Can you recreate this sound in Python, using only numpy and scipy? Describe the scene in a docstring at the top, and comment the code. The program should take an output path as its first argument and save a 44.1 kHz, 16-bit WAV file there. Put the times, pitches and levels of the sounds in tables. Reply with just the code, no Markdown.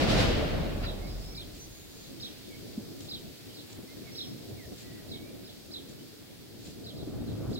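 """In a meadow, a bull shoves a tyre about, then walks up through the grass.
Tyre, hooves and late footsteps thump, a horn scrapes the rubber, and blades swish past his legs.
A hard gust hits the microphone with a deep throb and dies away; a light breeze keeps buffeting it
and freshens in dull puffs at the end. A sparrow repeats its hoarse chirp, and songbirds whistle from
the rustling tree line, where leaves and trunks blur their calls."""
import sys
import numpy as np
from scipy import signal
from scipy.fft import rfft, irfft, next_fast_len
from scipy.io import wavfile
from scipy.ndimage import uniform_filter1d

SR = 44100
rng = np.random.default_rng(int(sys.argv[2]) if len(sys.argv) > 2 else 0)


def put_to_file(sound):
    """Save the sound as 16-bit audio at rate SR, in the file named by the first command-line argument."""
    columns = np.atleast_2d(sound).T  # one column per channel
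    safe = np.clip(columns, -1, 1)
    whole_steps = np.round(safe * 32767)
    wavfile.write(sys.argv[1], SR, whole_steps.astype(np.int16))


N = 334719
T = np.arange(N) / SR
PORT_LAG_S = .000095  # sound from the right reaches the microphone's left opening (port) this much later

# How wide breeze and thumps sound. Each row: frequency in Hz, width in dB (side minus middle).
LOW_NOISE_WIDTH = [(60, -1), (120, -2.5), (280, 4), (450, 0), (700, -2), (1300, -10)]
# How much the wind flutters. Each row: frequency in Hz, share of the full flutter.
FLUTTER_SHARE = [(300, 1), (700, .7), (1300, .3)]


def undb(db):
    """Turn decibels into a factor to multiply by."""
    return 10 ** (np.asarray(db) / 20)


def unit(x):
    """Scale a signal to an average (rms) size of 1."""
    return x / np.sqrt(np.mean(x ** 2))


def curve(rows):
    """Join (seconds, value) points with straight lines, one value per sample."""
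    return np.interp(T, *np.transpose(rows))


def at(points, hz):
    """Read between (Hz, value) points, with every octave equally wide."""
    points = np.array(points)
    return np.interp(np.log(np.maximum(hz, 1)), np.log(points[:, 0]), points[:, 1])


def bump(peak_s, half_length_s):
    """A smooth, bell-shaped rise to 1 and back."""
    return np.exp(-.5 * ((T - peak_s) / half_length_s) ** 2)


def wander(rate):
    """A smooth random wobble of size 1 that heads for a new value `rate` times a second."""
    hold = int(SR / rate)
    steps = np.repeat(rng.standard_normal(N // hold + 1), hold)
    return unit(uniform_filter1d(uniform_filter1d(steps, hold), hold)[:N])


def noise(colour, width=((1000, 0),)):
    """Stereo noise: colour sets how strong each frequency is, width how unlike the two sides are."""
    size = next_fast_len(N)
    hz = np.arange(size // 2 + 1) * SR / size
    mid, side = rfft(rng.standard_normal((2, size)))
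    side = side * undb(at(width, hz))
    spectrum = np.array([mid + side, mid - side]) * undb(at(colour, hz))
    return unit(irfft(spectrum, size)[:, :N])


def octaves(x):
    """Split x into overlapping octave bands, each given as (centre in Hz, band)."""
    size = next_fast_len(N)
    hz, spectrum = np.arange(size // 2 + 1) * SR / size, rfft(x, size)
    centres = 40 * 2 ** np.arange(9)
    for centre, weights in zip(centres, np.eye(len(centres))):
        yield centre, irfft(spectrum * at(np.c_[centres, weights], hz), size)[:, :N]


def add(out, start_s, x):
    """Mix x into out at the given time."""
    i = max(int(start_s * SR), 0)
    out[..., i:i + x.shape[-1]] += x[..., :N - i]


def piece(x, start_s, samples):
    """Take a stretch of x, wrapping round at its end."""
    return np.roll(x, -int(start_s * SR), axis=-1)[..., :samples]


def tone(hz):
    """A pure tone that follows a changing pitch."""
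    return np.sin(2 * np.pi * np.cumsum(hz) / SR)


def leaves(rustle_db=-49, hiss_db=-52, ease_from_s=4.44, ease_db_per_s=1.08):
    """Distant leaves flicker band by band under an even hiss; both ease off towards the end."""
    # The tone of leaves and hiss. Each row: frequency in Hz, relative level in dB.
    colour = [(470, -10), (800, -3.5), (1090, -7.5), (1550, -5), (2750, -3.5), (2970, -5), (3200, -2),
              (4590, -0.5), (6120, -6), (7660, -5), (8260, -7), (15000, -5), (15800, -2.5)]
    # Their stereo spread. Each row: frequency in Hz, width in dB.
    width = [(1300, -2.5), (2400, -1), (4200, 2), (6500, -0.5), (9000, -2), (15000, 0)]
    out, flicker_db = 0, 1.0
    for hz, band in octaves(noise(colour, width)):
        leafy = hz < SR / 6
        out = out + band * undb(rustle_db + flicker_db * wander(9.1) if leafy else hiss_db)
    return out * undb(-ease_db_per_s * np.maximum(T - ease_from_s, 0))


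def tree_line(direct, scattered, tail_s, left_db, lag_s):
    """Place a bird to the right; nearby leaves blur its call and farther trunks give it a tail."""
    t, near_s, near_db = T[:SR // 2], .016, 11
    tail = rng.standard_normal((2, len(t))) * undb(-60 * t / tail_s + near_db * np.exp(-t / near_s))
    tail /= np.sqrt(np.sum(tail ** 2, axis=1, keepdims=True))
    ports = np.array([np.roll(direct, round(lag_s * SR)), direct])
    blur = signal.fftconvolve(scattered[None], tail, axes=1)[:, :N]
    return (ports + blur) * np.array([[undb(left_db)], [1]])


def far_notes(count=14, low_hz=2900, high_hz=5600, length_s=.074, glide=.095, level_db=-61):
    """Rows for whistles(): faint notes from deeper in the trees, at chance times and pitches."""
    rows = []
    for when, duration, height, slope in rng.random((count, 4)):
        start_hz = low_hz * (high_hz / low_hz) ** height
        end_hz = start_hz * (1 + glide * (2 * slope - 1))
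        rows.append((when * T[-1], length_s * (.5 + duration), start_hz, end_hz, level_db))
    return rows


def whistles(rows, waver, fading_db):
    """Quivering notes that slide from one pitch to another and fade in and out."""
    out, quiver = np.zeros(N), 1 + waver * wander(400)
    for start, length, start_hz, end_hz, db in rows:
        progress = np.linspace(0, 1, int(length * SR))
        pitch = (start_hz + (end_hz - start_hz) * progress) * piece(quiver, start, len(progress))
        arch = np.sqrt(4 * progress * (1 - progress))
        add(out, start, undb(db) * arch * tone(pitch))
    return out * undb(fading_db * wander(40))


def songbirds():
    """Far song on the moving air: mellow whistles well to the right, thin buzzy ones more central."""
    # Mellow notes. Each row: start and length in seconds, first and last pitch in Hz, level in dB.
    mellow_notes = [(1.01, .09, 2150, 2260, -54), (1.31, .11, 2250, 2400, -52), (2.49, .1, 2260, 2240, -54),
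                    (3.875, .065, 2050, 2130, -55), (4.048, .06, 2440, 2030, -50),
                    (4.567, .1, 2330, 1720, -52.5), (4.825, .22, 1950, 1910, -57.5),
                    (5.125, .11, 2210, 2220, -55.5), (5.22, .09, 2240, 2400, -55)]
    # Thin, high notes, with the same columns.
    thin_notes = [(1.03, .14, 4850, 5150, -52), (1.19, .17, 5000, 5500, -52), (1.59, .075, 6020, 6250, -47),
                  (1.68, .2, 6450, 6750, -55.5), (1.86, .26, 6750, 6550, -59), (2.19, .14, 5750, 5600, -56),
                  (4.11, .23, 5450, 5400, -48)]
    mellow = whistles(mellow_notes, waver=.016, fading_db=1.8)
    thin = whistles(thin_notes + far_notes(), waver=.026, fading_db=1.6)
    return (tree_line(mellow, mellow * undb(-6), tail_s=.5, left_db=-10, lag_s=0)
            + tree_line(thin, thin * undb(-6), tail_s=.6, left_db=-2, lag_s=PORT_LAG_S))


def sparrow(trill_hz=135, trill_depth=.065, trill_from_s=.0407, echo_s=.033, echo_db=-16, uneven_db=-1):
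    """A hoarse chirp sweeps up, drops, rises and sinks in a fast trill; the ground returns one echo."""
    # One chirp. Each row: seconds from its accent, pitch in Hz, relative level in dB.
    shape = [(-.025, 3400, -18), (-.02, 4000, -9), (-.013, 4950, -12), (-.001, 5050, -10), (.003, 4050, -1),
             (.014, 3900, 3), (.018, 3400, -10), (.026, 3680, 2), (.035, 4200, 0), (.04, 3650, -2.5),
             (.055, 3380, -9), (.072, 3100, -20)]
    # The calls. Each row: time of the accent in seconds, level in dB, relative level of the
    # scattered sound in dB, boost of the opening upsweep in dB.
    calls = [(.86, -39, -5, 2), (1.07, -52, -4, 6), (1.372, -39, -8, 6), (2.04, -53, -4, 6),
             (2.223, -37.5, -6, 5), (3.111, -35.5, -8, 6), (3.564, -46.5, -5, 8), (4.179, -35, -6, 3.5),
             (5.112, -40.5, -5, 2), (5.468, -49.5, -6, 10), (5.736, -37.5, -7, 3), (6.862, -43, -6, 5),
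             (6.982, -49, -6, 7), (7.27, -54, -2, 0), (7.551, -42, -6, 6)]
    shape_s, shape_hz, shape_db = np.transpose(shape)
    direct, scattered = np.zeros(N), np.zeros(N)
    pitch_spread, pace_spread, rasp = .018, .06, .026
    quiver = 1 + rasp * wander(900)
    chances = rng.standard_normal((len(calls), 3, len(shape)))  # no two chirps are quite alike
    for (accent_s, level_db, scatter_db, upsweep_db), (bend, stress, stretch) in zip(calls, chances):
        turns_s = shape_s * np.exp(pace_spread * stretch[0])
        turns_hz = shape_hz * (1 + pitch_spread * bend)
        turns_db = shape_db + upsweep_db * (shape_s < 0) + uneven_db * stress
        t = np.arange(turns_s[0], turns_s[-1], 1 / SR)
        trill = 1 + trill_depth * np.sin(2 * np.pi * trill_hz * t) * (t > trill_from_s)
        pitch = np.interp(t, turns_s, turns_hz) * trill * piece(quiver, accent_s, len(t))
        chirp = undb(level_db + np.interp(t, turns_s, turns_db)) * tone(pitch)
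        start = accent_s + t[0]
        add(direct, start, chirp)
        add(direct, start + echo_s, chirp * undb(echo_db))
        add(scattered, start, chirp * undb(scatter_db))
    return tree_line(direct, scattered, tail_s=.55, left_db=-2, lag_s=PORT_LAG_S)


def breeze(gain_db=3, usual_db=-47, flutter_db=2, eddy_db=1.2):
    """Soft buffeting: swirls of air shake all bands, each flutters alone, and dull puffs stand out."""
    # The breeze's rise and fall. Each row: time in seconds, strength in dB.
    strengths = [(1.8, -54.5), (2.1, -49), (2.4, -51), (3.18, -46), (3.35, -51), (3.65, -51), (3.9, -50.5),
                 (4.07, -49), (4.19, -49), (4.29, -45), (4.37, -50.5), (4.5, -46), (4.63, -49.5),
                 (4.95, -49), (5.15, -47.5), (5.35, -48), (5.75, -51), (5.95, -50), (6.25, -53),
                 (6.88, -45.5), (7.15, -42), (7.26, -43.5), (7.33, -42), (7.5, -39.5), (7.59, -44)]
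    # Its tone. Each row: frequency in Hz, relative level in dB.
    colour = [(20, -17), (45, -7.5), (75, -2), (110, 4), (170, -1), (300, -.5), (430, -4.5), (520, -9.5),
              (680, -13), (900, -28.5), (1350, -31), (2200, -44), (6000, -55)]
    # Puffs as it freshens. Each row: peak time and half length in seconds, rise in dB.
    puffs = [(7.105, 0.044, 2), (7.205, 0.014, 2), (7.3, 0.011, 1), (7.51, 0.025, 3.5)]
    # Where a puff is heard. Each row: frequency in Hz, factor on its rise.
    puff_depth = [(150, 1), (500, 1.1), (800, .8), (1300, .2)]
    # Stronger buffets are deeper. Each row: frequency in Hz, dB gained per dB of strength.
    growth = [(60, 1.7), (130, 1.5), (350, .89), (700, .97), (1300, 2.3)]
    strength_db = curve(strengths)
    puff_db = sum(db * bump(peak_s, half_s) for peak_s, half_s, db in puffs)
    air = 0
    for hz, band in octaves(noise(colour, LOW_NOISE_WIDTH)):
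        swell_db = at(growth, hz) * (strength_db + at(puff_depth, hz) * puff_db - usual_db)
        air = air + band * undb(swell_db + flutter_db * at(FLUTTER_SHARE, hz) * wander(25))
    return air * undb(usual_db + gain_db + eddy_db * wander(30))


def gust(gain_db=8.5, fall_db_per_s=31, flutter_db=1.5):
    """Air churns at the microphone's openings, growing duller as it weakens and ebbs away."""
    # The gust's rise and fall. Each row: time in seconds, strength in dB.
    strengths = [(0.0, -34.5), (.025, -32.5), (0.065, -36), (0.11, -31.5), (0.158, -33), (0.205, -30),
                 (0.27, -35), (0.55, -42.5), (0.8, -49.5)]
    # Its tone at its height. Each row: frequency in Hz, relative level in dB.
    colour = [(14, -26), (24, 1), (33, -4), (75, 2.5), (110, 0), (200, -1.5), (300, -4), (400, -6.5),
              (600, -5), (720, -9), (920, -16), (4000, -17.5), (5150, -21.5), (5700, -26), (14000, -44)]
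    # Small swirls die first. Each row: frequency in Hz, dB lost per dB of strength lost.
    growth = [(40, .55), (90, .55), (200, .65), (600, .75), (3000, 1.05), (5500, 1.45), (9000, 1.9)]
    # Its stereo spread. Each row: frequency in Hz, width in dB.
    width = [(40, -8), (90, -5), (200, -3), (500, -1), (3000, 0)]
    strength_db = curve(strengths) - fall_db_per_s * np.maximum(T - strengths[-1][0], 0)
    peak_db = strength_db.max()
    air = 0
    for hz, band in octaves(noise(colour, width)):
        ebb_db = at(growth, hz) * (strength_db - peak_db)
        air = air + band * undb(ebb_db + flutter_db * at(FLUTTER_SHARE, hz) * wander(30.8))
    return air * undb(peak_db + gain_db)


def thrum(hz=41.5, level_db=-35.7, rise_s=.14, hold_s=1.07, sag_db_per_s=3.5, fall_db_per_s=26):
    """A deep, throbbing tone rises with the gust, sags slowly and outlasts it."""
    waver, throb, stray_rad = .051, .45, .45
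    phase = 2 * np.pi * np.cumsum(hz * (1 + waver * wander(7.2))) / SR
    ports = np.sin(phase + stray_rad * np.array([wander(26.2), wander(17.2)]))  # slightly out of step
    fade_db = sag_db_per_s * T + fall_db_per_s * np.maximum(T - hold_s, 0)
    loudness = np.minimum(T / rise_s, 1) * undb(level_db - fade_db)
    return unit(ports * (1 + throb * wander(21.65))) * loudness


def grass(grain_db=3):
    """Blades brush past the bull's legs in short, grainy swells."""
    # The swishes. Each row: peak time in seconds, level in dB, half length in seconds.
    swishes = [(1.24, -57, 0.033), (1.575, -56, 0.028), (3.03, -51.5, 0.032), (3.723, -55, 0.027),
               (4.793, -55.5, 0.048), (5.91, -58, .022), (6.67, -54, 0.044), (7.53, -56.5, 0.03)]
    # Their tone. Each row: frequency in Hz, relative level in dB.
    colour = [(1200, -14), (3000, -3.5), (4200, -0.5), (5800, -7), (7300, -1.5), (10000, -17), (15000, -21)]
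    swell = sum(undb(db) * bump(peak_s, half_s) for peak_s, db, half_s in swishes)
    return noise(colour) * swell * undb(grain_db * wander(250))


def horn_scrape(peak_s=.847, half_length_s=.014, level_db=-40, dull_hz=4900):
    """The horn skids briefly over the tread; soft rubber takes away the treble."""
    # How horn on rubber rings. Each row: pitch in Hz, bandwidth in Hz, relative level in dB.
    rings = [(1410, 55, 2.5), (1830, 300, -8), (2500, 990, -8), (3980, 370, -8.5), (4670, 260, -8)]
    slips = rng.standard_normal((2, N))
    ring = sum(undb(db) * signal.lfilter(*signal.iirpeak(hz, hz / width, fs=SR), slips)
               for hz, width, db in rings)
    dulled = signal.sosfilt(signal.butter(8, dull_hz, fs=SR, output="sos"), ring)
    return unit(dulled) * undb(level_db) * bump(peak_s, half_length_s)


def thumps(crunch_s=.1, fade_swings=12):
    """Dull low thumps: tyre, hooves, and near the end footsteps and puffs of wind."""
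    # The thumps. Each row: start in seconds, level in dB, pitch in Hz, rise time in seconds,
    # relative level of the crunch in dB.
    events = [(2.7745, -17.5, 222, 0.0048, -24), (3.782, -35.5, 260, 0.0048, 1),
              (3.828, -35, 190, 0.0046, -4), (4.461, -36, 106, 0.0091, -10), (4.512, -30, 106, 0.01, -19),
              (4.713, -26.5, 196, .012, -2.5), (5.154, -36, 183, 0.0068, -3),
              (6.671, -35, 170, 0.0055, -10), (7.022, -29.5, 115, .004, -2), (7.07, -28, 290, .005, -3),
              (7.214, -28.5, 250, .006, -2), (7.315, -32, 100, .008, -6), (7.398, -30.5, 130, .006, -2),
              (7.478, -25.5, 120, .008, -10), (7.51, -27.5, 170, .004, -2)]
    # The dull crunch, as of turf giving way. Each row: frequency in Hz, relative level in dB.
    colour = [(60, -9), (130, -5), (320, -2), (450, -8.5), (800, -19.5), (2000, -54)]
    out, t = np.zeros((2, N)), T[:SR // 4]
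    dull_noise = noise(colour, LOW_NOISE_WIDTH)
    for start, db, hz, rise_s, crunch_db in events:
        push = 1 - np.exp(-(t / rise_s) ** 2)
        swings = undb(-60 * t * hz / fade_swings) * np.sin(2 * np.pi * hz * t)
        crunch = undb(crunch_db - 60 * t / crunch_s) * piece(dull_noise, start, len(t))
        add(out, start, undb(db) * push * (swings + crunch))
    return out


def scene():
    """Wind, trees, birds, thumps and bull together."""
    wind = gust() + thrum() + breeze()
    trees = leaves() + sparrow() + songbirds()
    return wind + trees + thumps() + grass() + horn_scrape()


def record(dry, top_hz=15800):
    """The camera cuts off the highest treble."""
    return signal.sosfilt(signal.ellip(12, .1, 80, top_hz, fs=SR, output="sos"), dry)


dry = scene()
out = record(dry)
put_to_file(out)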